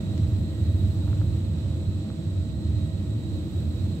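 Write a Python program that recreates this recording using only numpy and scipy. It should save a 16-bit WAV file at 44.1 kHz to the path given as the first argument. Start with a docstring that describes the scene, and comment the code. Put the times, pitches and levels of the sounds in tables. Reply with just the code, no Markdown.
"""Metal workshop background

Ventilation rumbles in the hall's low resonances, air hisses above it, distant machines drone.
Motors hum, a fan sings its blade note, and a variable-speed drive whines near 4 and 8 kHz.
A tiny tick sounds at the left microphone port; three soft taps come from the right, one from the left."""
import sys
import numpy as np
from scipy.fft import rfft, irfft, next_fast_len
from scipy.io import wavfile
from scipy.ndimage import map_coordinates

SR = 44100
rng = np.random.default_rng(int(sys.argv[2]) if len(sys.argv) > 2 else 0)


def digitize_waveform(pressure):
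    """Quantize a signal to 16-bit integers and store it at the path in sys.argv[1].

    Rows of a 2-D input are taken as channels; values are limited to [-1, 1].
    """
    field = np.atleast_2d(pressure).T
    bounded = np.clip(field, -1, 1)
    quanta = np.round(bounded * 32767).astype(np.int16)
    wavfile.write(sys.argv[1], SR, quanta)


N = 176400


def amp(db):
    """Decibels to gain."""
    return 10 ** (np.asarray(db) / 20)


def along(points, hz):
    """(hz, value) points read on a log axis."""
    knots_hz, values = np.transpose(points)
    return np.interp(np.log(hz + 1), np.log(knots_hz + 1), values)


def curve(points):
    """(time_s, value) points as one value per sample."""
    return np.interp(np.arange(N) / SR, *np.transpose(points))


def wobble(rate_hz):
    """Smooth random curve, rate_hz knots a second."""
    knots = rng.standard_normal(int(N * rate_hz / SR) + 4)
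    return map_coordinates(knots, [np.arange(N) * rate_hz / SR], mode="nearest")


def filtered(x, response):
    """Apply a frequency response, with mirrored ends."""
    edge = SR // 4
    padded = np.pad(x, ((0, 0), (edge, edge)), mode="reflect")
    size = next_fast_len(padded.shape[1])
    hz = np.fft.rfftfreq(size, 1 / SR)
    return irfft(rfft(padded, size) * response(hz), size)[:, edge:edge + N]


def pan(pan_db):
    """Stereo gains; pan_db is left minus right."""
    return amp(np.array([[.5], [-.5]]) * pan_db)


# Left-right likeness at the microphone pair: freq_hz, correlation
COHERENCE = [(60, .97), (150, .95), (300, .92), (600, .8), (1200, .3), (3000, .3), (8000, .15), (15000, .1)]

def stereo_noise(gain):
    """Noise of rms 1 shaped by gain(hz); the bass is alike in both channels."""
    size = next_fast_len(N + SR // 2)
    hz = np.fft.rfftfreq(size, 1 / SR)
    angle = np.arccos(along(COHERENCE, hz)) / 2
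    mid, side = rfft(rng.standard_normal((2, size))) * [np.cos(angle), np.sin(angle)]
    shaped = irfft(np.array([mid + side, mid - side]) * gain(hz), size)[:, :N]
    return shaped / np.sqrt(np.mean(shaped ** 2))


def fuzzy_tones(rows):
    """Tones blurred into narrow noise bands."""
    out = np.zeros((2, N))
    for pitch_hz, level_db, width_hz, pan_db in rows:
        band = stereo_noise(lambda hz: pan(pan_db) / (1 + ((hz - pitch_hz) / width_hz) ** 2) ** 1.46)
        out += amp(level_db) * band
    return out


# Stereo balance of the hall: freq_hz, pan_db
HALL_BALANCE = [(60, -3.5), (180, -0.6), (380, -5), (540, -0.5), (750, -5), (1000, -1.5), (1400, -5),
                (4000, -6.5), (8000, -4.5), (10000, -0.5), (12000, -9.5), (15000, -10.5)]

def hall_noise(spectrum):
    """Broad noise of rms 1, leaning right."""
    return stereo_noise(lambda hz: amp(along(spectrum, hz)) * pan(along(HALL_BALANCE, hz)))


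# Rumble spectrum: freq_hz, relative_db
RUMBLE_SPECTRUM = [(20, -38), (31, -39), (40, -28.5), (50, -19), (65, -11.5), (80, -3), (95, -3),
                   (112, -6.5), (132, -13), (170, -31), (260, -48.5), (500, -77.5)]
# Rumble envelope: time_s, level_db
RUMBLE_ENVELOPE = [(0, -30), (.33, -25.5), (.66, -27), (.83, -23), (1.0, -30), (1.25, -24.5), (1.6, -29),
                   (1.9, -25.5), (2.05, -34.5), (2.22, -37), (2.35, -26.5), (2.48, -32), (2.72, -27),
                   (2.98, -32), (3.1, -27.5), (3.7, -30.5), (3.84, -27), (4, -35)]

def duct_rumble(flutter_db=.9):
    """Ventilation rumbles unsteadily in the hall's low resonances."""
    return amp(curve(RUMBLE_ENVELOPE) + flutter_db * wobble(17)) * hall_noise(RUMBLE_SPECTRUM)


# Air rush and top hiss spectra: freq_hz, relative_db
AIR_SPECTRUM = [(300, -12.5), (800, 2), (1200, 2), (1700, -1.5), (2250, -2), (2520, 0), (2800, -1.5),
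                (3350, 2), (3550, 1), (3700, 4.5), (4300, -4.5), (4520, -1.5), (5000, -6.5), (6600, -8),
                (7250, -4.5), (8400, -9), (8720, -7.5), (9200, -19), (10000, -23), (12000, -34)]
HISS_SPECTRUM = [(7000, -30.5), (9000, -8), (10200, -5.5), (11200, -1), (12200, 0.5), (13500, -3),
                 (15700, -3)]
# Their envelopes: time_s, relative_db
AIR_ENVELOPE = [(0, -58), (.45, -58.5), (1.2, -58), (2, -60), (3.3, -59.5), (3.55, -58.5), (4, -58)]
HISS_ENVELOPE = [(0, -73), (.6, -72.3), (.86, -70.5), (1.1, -72.5), (1.35, -73), (1.5, -74.5), (2.5, -76),
                 (3.3, -74), (3.5, -71), (4, -72.5)]

def airflow(air_gain_db=4.5, hiss_gain_db=7, flutter_db=.7):
    """Ventilation air rushes with a slight flutter under a fine hiss."""
    air = amp(curve(AIR_ENVELOPE) + air_gain_db + flutter_db * wobble(14)) * hall_noise(AIR_SPECTRUM)
    hiss = amp(curve(HISS_ENVELOPE) + hiss_gain_db) * hall_noise(HISS_SPECTRUM)
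    return air + hiss


# Drone and midrange swell spectra: freq_hz, relative_db
DRONE_SPECTRUM = [(60, -37), (120, -4.5), (165, 0.5), (212, -1), (262, -9.5), (300, -7), (338, -7),
                  (375, -15.5), (425, -23), (475, -18), (505, -20.5), (550, -16), (580, -23), (660, -24.5),
                  (740, -32), (1000, -36.5), (1500, -55), (3000, -77.5)]
SWELL_SPECTRUM = [(400, -27.5), (800, 5), (1100, 1), (1600, -11), (2300, -30)]
# Their envelopes: time_s, level_db
DRONE_ENVELOPE = [(0, -33.5), (.4, -34.5), (1.1, -35), (2, -35.5), (2.9, -35.5), (3.4, -34.5), (4, -35)]
SWELL_ENVELOPE = [(0, -62), (.7, -70), (1.1, -56.5), (1.3, -65), (1.6, -71), (4, -74)]

def distant_machines():
    """Machines drone across the hall; the midrange swells softly around the first taps."""
    drone = amp(curve(DRONE_ENVELOPE)) * hall_noise(DRONE_SPECTRUM)
    swell = amp(curve(SWELL_ENVELOPE)) * hall_noise(SWELL_SPECTRUM)
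    return drone + swell


# Motor hums: pitch_hz, level_db, width_hz, pan_db
MOTOR_TONES = [(82.2, -35, 5.4, -1), (96.8, -34, 3.3, -3), (109.4, -37.5, 3.9, -1.5),
               (154.06, -43, 2.5, -4), (208.7, -44.5, 14, -2.5), (299.7, -45.5, 2.7, -0.5),
               (327.9, -49, 4.8, 2), (531.4, -63, 4.5, 11), (781, -70, 3.6, -2), (1477, -82.5, 2, -7),
               (3180, -80.5, 14, -11), (5467, -79, 4, 2.5)]

def motors(bass_hz=130, rumble_share=.6):
    """Motors hum; the bass tones follow a share of the rumble's swings in dB."""
    rumble_db = curve(RUMBLE_ENVELOPE)
    swing_db = rumble_share * (rumble_db - rumble_db.mean())
    bass = fuzzy_tones(row for row in MOTOR_TONES if row[0] < bass_hz)
    upper = fuzzy_tones(row for row in MOTOR_TONES if row[0] >= bass_hz)
    return amp(swing_db) * bass + upper


# Strongest drive sidebands: pitch_hz
SIDEBAND_PITCHES = [3838, 3982, 4153, 7676, 7941, 7990]
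# Their shapes: base_level_db, width_hz, pan_db
SIDEBAND_SHAPES = [(-64.5, 13, -7), (-73, 16, -6), (-67, 10, -8), (-77.5, 16, -6), (-79, 14, -6),
                   (-78, 14, -7)]
# Surges of the lowest sideband: time_s, gain_db
SIDEBAND_SURGE = [(0, 6), (.25, 1), (.7, 3), (.97, 8.5), (1.25, 0), (2.15, 1), (2.4, 0.5), (3.7, 4), (4, 4)]
# Switching noise around the sidebands: pitch_hz, level_db, width_hz, pan_db
SWITCHING_FUZZ = [(3866, -66, 89, -4.5), (3950, -65.5, 50, -3.5), (4166, -65, 57, -11),
                  (4200, -73, 32, -5.5), (7620, -72, 130, -6), (7910, -65, 290, -9)]

def drive_whine(flutter_db=1):
    """A variable-speed drive's switching makes narrow sidebands in fuzz; the lowest surges."""
    lowest, *others = [(hz, *shape) for hz, shape in zip(SIDEBAND_PITCHES, SIDEBAND_SHAPES)]
    surge_db = curve(SIDEBAND_SURGE) + flutter_db * wobble(6.3)
    return amp(surge_db) * fuzzy_tones([lowest]) + fuzzy_tones(others + SWITCHING_FUZZ)


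# Blade harmonics 1 to 4: base_level_db, pan_db
BLADE_HARMONICS = [(-58.5, 4.5), (-77, -11.5), (-70, -5), (-77, -13)]
# Fades of harmonics 1 and 3: time_s, gain_db
HARMONIC_1_FADE = [(0, 3), (.5, 1.5), (1.5, 0), (2.3, -3), (2.8, 0), (4, -2.5)]
HARMONIC_3_FADE = [(0, 3), (.6, 4), (1, -2.5), (1.9, -1.5), (2.6, 1), (3.1, 3), (3.5, -4.5), (3.9, -1.5)]

def fan(blade_hz=637.8, drift=.0004):
    """Blade note; each harmonic fades on its own as the microphone moves through the hall."""
    phase = 2 * np.pi * np.cumsum(blade_hz * (1 + drift * wobble(5.17))) / SR
    fades_db = [curve(HARMONIC_1_FADE), 0, curve(HARMONIC_3_FADE), 0]
    out = np.zeros((2, N))
    for k, ((level_db, pan_db), fade_db) in enumerate(zip(BLADE_HARMONICS, fades_db), 1):
        flutter_db = wobble(3.3) + np.array([wobble(1.3), wobble(3.4)])  # shared + per channel
        tone = np.sqrt(2) * np.sin(k * phase + rng.uniform(0, 2 * np.pi))
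        out += amp(level_db + fade_db + flutter_db) * pan(pan_db) * tone
    return out


def ring(start_s, pitch_hz, level_db, t60_s):
    """One decaying sine mode."""
    t = np.maximum(np.arange(N) / SR - start_s, 0)
    return amp(level_db - 60 * t / t60_s) * np.sin(2 * np.pi * pitch_hz * t)


# Soft taps: start_s, relative_db, pan_db
TAP_HITS = [(1.079, -45, -8), (1.130, -41, -8), (1.215, -39.5, -9), (2.102, -45, 7)]
# Modes of the tapped object: pitch_hz, relative_db, t60_s
OBJECT_MODES = [(870, -3, 0.039), (1150, -7, 0.032), (1360, 6.5, 0.013), (1640, -5.5, 0.02)]

def taps(gain_db=-7, scatter_db=1.5):
    """Light contacts ring a well damped object."""
    out = np.zeros((2, N))
    for start_s, hit_db, pan_db in TAP_HITS:
        modes = sum(ring(start_s, hz, db + rng.normal(0, scatter_db), t60_s)
                    for hz, db, t60_s in OBJECT_MODES)
        out += amp(hit_db + gain_db) * pan(pan_db) * modes
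    return out


def tick():
    """One sharp snap at the left port only."""
    snap = ring(start_s=.1793, pitch_hz=4040, level_db=-21, t60_s=.00067)
    return np.array([snap, np.zeros(N)])


def scene(left_lead_s=.00014):
    """The hall, reaching the left port slightly earlier, plus the close tick."""
    hall = duct_rumble() + airflow() + distant_machines() + motors() + drive_whine() + fan() + taps()
    advance_s = np.array([[.5], [-.5]]) * left_lead_s
    return tick() + filtered(hall, lambda hz: np.exp(2j * np.pi * hz * advance_s))


def record(dry, fade_s=.006, cutoff_hz=15750):
    """Click-free fades at both ends, then a brick-wall low-pass."""
    t = np.arange(N) / SR
    fade = np.clip(np.minimum(t, t[::-1]) / fade_s, 0, 1)
    return filtered(dry * fade, lambda hz: hz < cutoff_hz)


dry = scene()
out = record(dry)
digitize_waveform(out)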